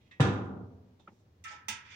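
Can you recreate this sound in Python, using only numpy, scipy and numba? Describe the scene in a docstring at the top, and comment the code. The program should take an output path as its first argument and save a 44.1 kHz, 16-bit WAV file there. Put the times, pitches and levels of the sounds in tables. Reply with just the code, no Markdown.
"""A heavy steel door bangs shut on a barbecue smoker, close by and outdoors.
It lands in quick contacts and judders on its frame: the plates ring, the chamber booms.
Light damped knocks follow; then a steel fitting scrapes in stick-slip, clanks on its stop and
scrapes again. The hinge ticks and rubs faintly. Low rumble and a trace of hiss lie underneath."""
import sys
import numpy as np
from scipy import signal
from scipy.fft import rfft, irfft
from scipy.io import wavfile
from numba import njit

SR = 44100
rng = np.random.default_rng(int(sys.argv[2]) if len(sys.argv) > 2 else 0)


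def generate_wav(signal):
    """Clip the signal to [-1, 1] and save it as 16-bit WAV at the path in sys.argv[1]."""
    frames = np.transpose(np.atleast_2d(signal))
    scaled = np.clip(frames, -1, 1) * 32767
    pcm = np.round(scaled).astype(np.int16)
    wavfile.write(sys.argv[1], SR, pcm)


N = 85995

# Contacts: start_s, level_db, bright_hz, bass_cut_hz
DOOR_BLOWS = [(.1983, 8, 800, 199), (.2035, -1, 9000, 38.5), (.2085, -28, 5000, 60), (.246, -8.5, 1530, 60),
              (.328, -29.5, 12450, 4150), (.447, -37.5, 9200, 2880)]  # door on frame
FITTING_BLOWS = [(1.439, -15.5, 11800, 1600), (1.446, -4, 1135, 1310), (1.6828, 1.5, 14400, 284),
                 (1.687, -6.5, 14380, 154), (1.711, -11, 5080, 710)]  # fitting on stop
KNOCK_BLOWS = [(.996, -6.5, 1080, 200), (1.0762, 3, 2600, 149), (1.081, 3, 3000, 1500),
               (1.116, -2.5, 493, 96.7), (1.261, -16, 1100, 450), (1.712, 4, 255, 195)]
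HINGE_TICKS = [(.1105, -0.5, 6400, 750), (.120, -6.5, 2740, 856), (.995, -6, 7900, 3250)]

# Stick-slip runs: start_s, length_s, level_db, bright_hz, bass_cut_hz
DOOR_JUDDER = [(.37, 0.11, -7.5, 804, 233), (.54, 0.091, -7.5, 425, 195), (.69, 0.04, -9.5, 530, 425)]
FITTING_SCRAPES = [(1.441, 0.023, 10.5, 1500, 1405), (1.471, 0.051, -9.5, 6850, 1390),
                   (1.5, 0.031, 6.5, 706, 540), (1.84, 0.092, -10.5, 4550, 970),
                   (1.898, 0.049, -10.5, 5000, 1460)]
HINGE_RUBS = [(0, 0.078, -9.5, 8600, 2240), (1.03, 0.18, -5, 11900, 4700)]

# Strong modes: pitch_hz, level_db, t60_s
DOOR_MODES = [(104.7, 4, 1.42), (135, 5.5, 0.28), (191.1, 0.5, 1.43), (200, -2, 1.15), (259, -6.5, 0.65),
              (357, 2.5, 0.076), (460.5, 3, 0.27), (496.7, -7.5, 0.84), (678, -8.5, 0.65),
              (771, -9.5, 0.51), (951, -11, 0.7), (1016, -12.5, 0.35), (1174, -11.5, 0.16),
              (1435, -14, 0.31), (1715, 2.5, 0.38), (1915, -6.5, 0.52), (2670, -2, 0.51),
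              (2700, -0.5, 0.19), (3750, -11.5, 0.44), (3800, -14, 0.46), (5840, -17, 0.45)]  # door and chamber
FITTING_MODES = [(843.5, 2.5, 0.37), (889, -2, 0.37), (1294, 3, 0.58), (1323, 6, 0.5), (1630, -4, 0.35),
                 (1996, 4.5, 0.3), (2046, 9, 0.2), (2552, 2.5, 0.3), (2808, 10, 0.21), (2782, 4, 0.18),
                 (3546, -1, 0.3), (3676, 7, 0.32), (4530, -2, 0.18), (5610, 7.5, 0.11), (6190, 7.5, 0.08),
                 (8740, 2.5, 0.2)]
HINGE_MODES = [(1836, 12, 0.17), (1906, 8, 0.39), (2140, 5, 0.076), (2602, 6, 0.19), (3612, 1.5, .17)]

# Envelopes of dense weak modes: freq_hz, level_per_mode_db, t60_s
DOOR_CROWD = [(48, -26, 1.2), (82, -15.5, 1.4), (103, -1.5, 1.23), (232, -12.5, 1.19), (460, -17, 0.82),
              (554, -27.5, 1.38), (857, -18.5, 0.99), (1360, -14.5, 0.88), (1720, -16.5, 0.61),
              (2300, -20, 0.53), (3770, -20, 0.46), (4040, -26.5, 0.43), (6760, -31, 0.42),
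              (9560, -31, 0.14), (11570, -54, 0.12), (16000, -51.5, .15)]
FITTING_CROWD = [(161, -24, 0.58), (225, 5, 0.32), (329, -27.5, 0.36), (664, -22, 0.26), (964, -9.5, 0.55),
                 (1140, -26, 0.97), (1524, -13.5, 0.87), (2170, -5.5, 0.45), (3600, -8, 0.33),
                 (3770, -16.5, 0.31), (6130, -5.5, 0.25), (8440, -13, 0.17), (13300, -25.5, 0.096),
                 (15600, -8, 0.11)]
KNOCK_CROWD = [(200, -9.5, 0.053), (530, -21, 0.058), (854, -20, 0.11), (1280, -19.5, 0.056),
               (2660, -26, .06), (4470, -42, .04), (9000, -57.5, .03)]
HINGE_CROWD = [(700, -36.5, .15), (1096, -8.5, 0.22), (1400, -15, .15), (1960, -0.5, 0.23),
               (3080, -10.5, 0.32), (3700, -2.5, 0.17), (4570, -23, 0.16), (5800, -17, 0.21),
               (11860, -35.5, 0.087)]

# Chamber pressure pulses: start_s, level_db, start_pitch_hz, rise_s
CHAMBER_PULSES = [(0.1956, -11.5, 147.5, 0.016), (0.228, -22, 120, 0.023), (0.277, -23, 123, 0.015)]
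# Stereo balance of all modes: freq_hz, left_minus_right_db
MODE_BALANCE = [(300, -0.5), (800, 0.5), (2400, -3.5), (4400, -7.5), (8100, -13.5), (15000, -14.5)]
# Rumble envelope: time_s, level_db
RUMBLE_SWELLS = [(0, -61), (.11, -94.5), (.5, -57.5), (0.641, -47), (.72, -62), (.8, -51), (0.868, -75),
                 (1.002, -66.5), (1.381, -68), (1.441, -61.5), (1.5, -70), (1.734, -61), (1.809, -75),
                 (1.87, -60.5)]
# Outdoor noise spectrum: freq_hz, relative_density_db
AIR_SPECTRUM = [(25, -10.5), (55, -8), (95, 6), (140, 2), (220, -2.5), (400, -6), (700, -15.5), (1500, -24),
                (3500, -28.5), (6000, -32.5), (9000, -44), (15000, -39.5)]


def door():
    """Blows and judder on the frame ring the plates; the ring drops as the door comes to rest."""
    strong = undb(-35) * ring(DOOR_MODES, diffuse_hz=1830)
    plate_modes = crowd(DOOR_CROWD, count=1100, scatter_db=2.5)
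    weak = undb(-36.5) * ring(plate_modes, diffuse_hz=960, uneven_db=8.5)
    rise_s = 0.00012
    bang = drive(blows(DOOR_BLOWS), strong + weak, rise_s)
    judder = drive(stick_slip(DOOR_JUDDER), undb(-2.5) * strong + weak, rise_s)
    rest_s, fade_s, rest_db = 0.65, 0.057, -6
    settled = np.clip((np.arange(N) / SR - rest_s) / fade_s, 0, 1)
    return (bang + judder) * undb(rest_db * settled)


def chamber_boom():
    """The door pushes on the chamber: deep pressure pulses, falling in pitch."""
    return sum(tone_burst(*pulse, sag_hz_per_s=620) for pulse in CHAMBER_PULSES)


def fitting():
    """Clanks and scrapes ring one bright steel piece; sliding excites its strong modes less."""
    strong = undb(-50.5) * ring(FITTING_MODES, diffuse_hz=1720)
    weak_modes = crowd(FITTING_CROWD, count=1000, scatter_db=1)
    weak = undb(-52.5) * ring(weak_modes, diffuse_hz=835, uneven_db=-5)
    rise_s, crack_db = 0.0019, 4
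    clanks = drive(blows(FITTING_BLOWS), strong + weak, rise_s, crack_db)
    scrapes = drive(stick_slip(FITTING_SCRAPES), undb(-7.5) * strong + weak, rise_s, crack_db)
    return clanks + scrapes


def knocks():
    """Light blows on quickly damped modes; one carries a short hollow note."""
    body = ring(crowd(KNOCK_CROWD, count=420, scatter_db=0.5), diffuse_hz=1500)
    note = tone_burst(start_s=1.0725, level_db=-42.5, pitch_hz=1310, rise_s=0.005)
    return undb(-47.5) * drive(blows(KNOCK_BLOWS), body, rise_s=0.001) + note


def hinge():
    """Thin ringing ticks; a toneless rub drives the weak modes only."""
    weak = ring(crowd(HINGE_CROWD, count=260, scatter_db=2.5), diffuse_hz=1750)
    strong = ring(HINGE_MODES, diffuse_hz=1100)
    ticks = drive(blows(HINGE_TICKS), strong + weak, rise_s=0.002)
    rub = drive(stick_slip(HINGE_RUBS), weak, rise_s=0.001)
    return undb(-65) * (ticks + rub)


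def rumble():
    """Narrow band of bass noise that comes and goes."""
    centre_hz, half_width_hz = 96, 21.2
    hz = np.fft.rfftfreq(N, 1 / SR)
    band = irfft(rfft(rng.standard_normal(N)) / (1 + ((hz - centre_hz) / half_width_hz) ** 4), N)
    level_db = np.interp(np.arange(N) / SR, *np.array(RUMBLE_SWELLS).T)
    return band / band.std() * undb(level_db)


def outdoor_air():
    """Faint low noise with a trace of hiss, near mono in the bass, drifting in level."""
    hz = np.maximum(np.fft.rfftfreq(N, 1 / SR), 1)
    mid, side = rfft(rng.standard_normal((2, N))) * undb(lookup(hz, AIR_SPECTRUM))
    width = np.clip(hz / 900, 0.15, 1)
    noise = irfft(mid + np.array([[1], [-1]]) * side * width, N)
    drift_db = 0.5 * np.interp(np.arange(N), np.linspace(0, N, 20), rng.standard_normal(20))
    return noise / noise.std() * undb(-66.5 + drift_db)


def blows(table):
    """Impact force: one filtered impulse per contact."""
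    return sum(undb(level_db) * band_limit(signal.unit_impulse(N, int(start_s * SR)), bright_hz, cut_hz)
               for start_s, level_db, bright_hz, cut_hz in table)


def stick_slip(table, slips_per_s=1300, scatter_db=5):
    """Friction force: steel catches and slips in tiny uneven pushes."""
    time_s = np.arange(N) / SR
    force = 0
    for start_s, length_s, level_db, bright_hz, cut_hz in table:
        slips = (rng.random(N) < slips_per_s / SR) * undb(scatter_db * rng.standard_normal(N))
        slips *= rng.choice([-1, 1], N)
        slips *= (time_s > start_s) & (time_s < start_s + length_s)
        slips /= np.sqrt(np.sum(slips ** 2) + 1e-9)
        force += undb(level_db) * band_limit(butterworth(slips, bright_hz), bright_hz, cut_hz)
    return force


def drive(force, body, rise_s, crack_db=0, crack_s=0.004):
    """Force through a body's response; vibration spreads over rise_s, crack_db lifts the onset."""
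    age_s = np.arange(N) / SR
    spread = 1 - np.exp(-age_s / rise_s)
    crack = undb(crack_db * np.exp(-age_s / crack_s))
    return signal.fftconvolve(force[None], body * spread * crack, axes=1)[:, :N]


def crowd(envelope, count, scatter_db):
    """Irregularly spaced plate modes, sparser and more uneven toward the treble."""
    position = (np.arange(count) + rng.random(count)) / count
    hz = 40 + 16000 * position ** 1.5
    level_db = lookup(hz, envelope) + scatter_db * np.sqrt(position) * rng.standard_normal(count)
    return np.column_stack([hz, level_db, lookup(hz, envelope, column=2)])


def ring(modes, diffuse_hz, uneven_db=0):
    """Stereo impulse response of the modes; the channels diverge up to diffuse_hz."""
    hz, level_db, t60_s = np.array(modes, float).T.copy()
    phase_draw, offset_draw, balance_draw = rng.uniform(-0.98, 1, (len(hz), 3)).T
    sides = np.array([[0.5], [-0.5]])
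    width = np.clip(hz / diffuse_hz, 0.2, 1)
    phase = np.pi * (phase_draw + sides * width * offset_draw)
    balance_db = lookup(hz, MODE_BALANCE) + uneven_db * width * balance_draw
    return damped_sines(hz, t60_s, undb(level_db + sides * balance_db) * np.exp(1j * phase))


@njit
def damped_sines(hz, t60_s, amplitude):
    """Sum of decaying sines, one complex amplitude per channel and mode."""
    stereo = np.zeros((2, N))
    for k in range(len(hz)):
        pole = np.exp((2j * np.pi * hz[k] - np.log(1000) / t60_s[k]) / SR)
        phasor = 1 + 0j
        for i in range(min(N, int(1.3 * t60_s[k] * SR))):
            stereo[0, i] += (phasor * amplitude[0, k]).imag
            stereo[1, i] += (phasor * amplitude[1, k]).imag
            phasor *= pole
    return stereo


def tone_burst(start_s, level_db, pitch_hz, rise_s, sag_hz_per_s=0):
    """A few sine cycles that peak at rise_s and die."""
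    age_s = np.maximum(np.arange(N) / SR - start_s, 0)
    swell = (age_s / rise_s * np.exp(1 - age_s / rise_s)) ** 5.5
    cycles = (pitch_hz - sag_hz_per_s * age_s / 2) * age_s
    return undb(level_db) * swell * np.sin(2 * np.pi * cycles)


def band_limit(force, bright_hz, cut_hz):
    """Softer contacts are duller (low-pass), lighter ones thinner (steep bass cut)."""
    return butterworth(butterworth(force, bright_hz), cut_hz, "high", order=6)


def butterworth(x, hz, kind="low", order=2):
    """Low- or high-pass."""
    sos = signal.butter(order, min(hz, SR / 2 - 1000), kind, fs=SR, output="sos")
    return signal.sosfilt(sos, x + 1e-18)


def lookup(hz, table, column=1):
    """Interpolate a column over log frequency."""
    rows = np.array(table, float)
    return np.interp(np.log(hz), np.log(rows[:, 0]), rows[:, column])


def undb(db):
    """Decibels to gain."""
    return 10 ** (np.asarray(db) / 20)


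def scene():
    """Stereo sum of all sources."""
    return door() + chamber_boom() + fitting() + hinge() + knocks() + rumble() + outdoor_air()


def record(dry):
    """Steep low-pass at 16 kHz."""
    return signal.sosfilt(signal.ellip(8, 0.2, 70, 16000, fs=SR, output="sos"), dry)


dry = scene()
out = record(dry)
generate_wav(out)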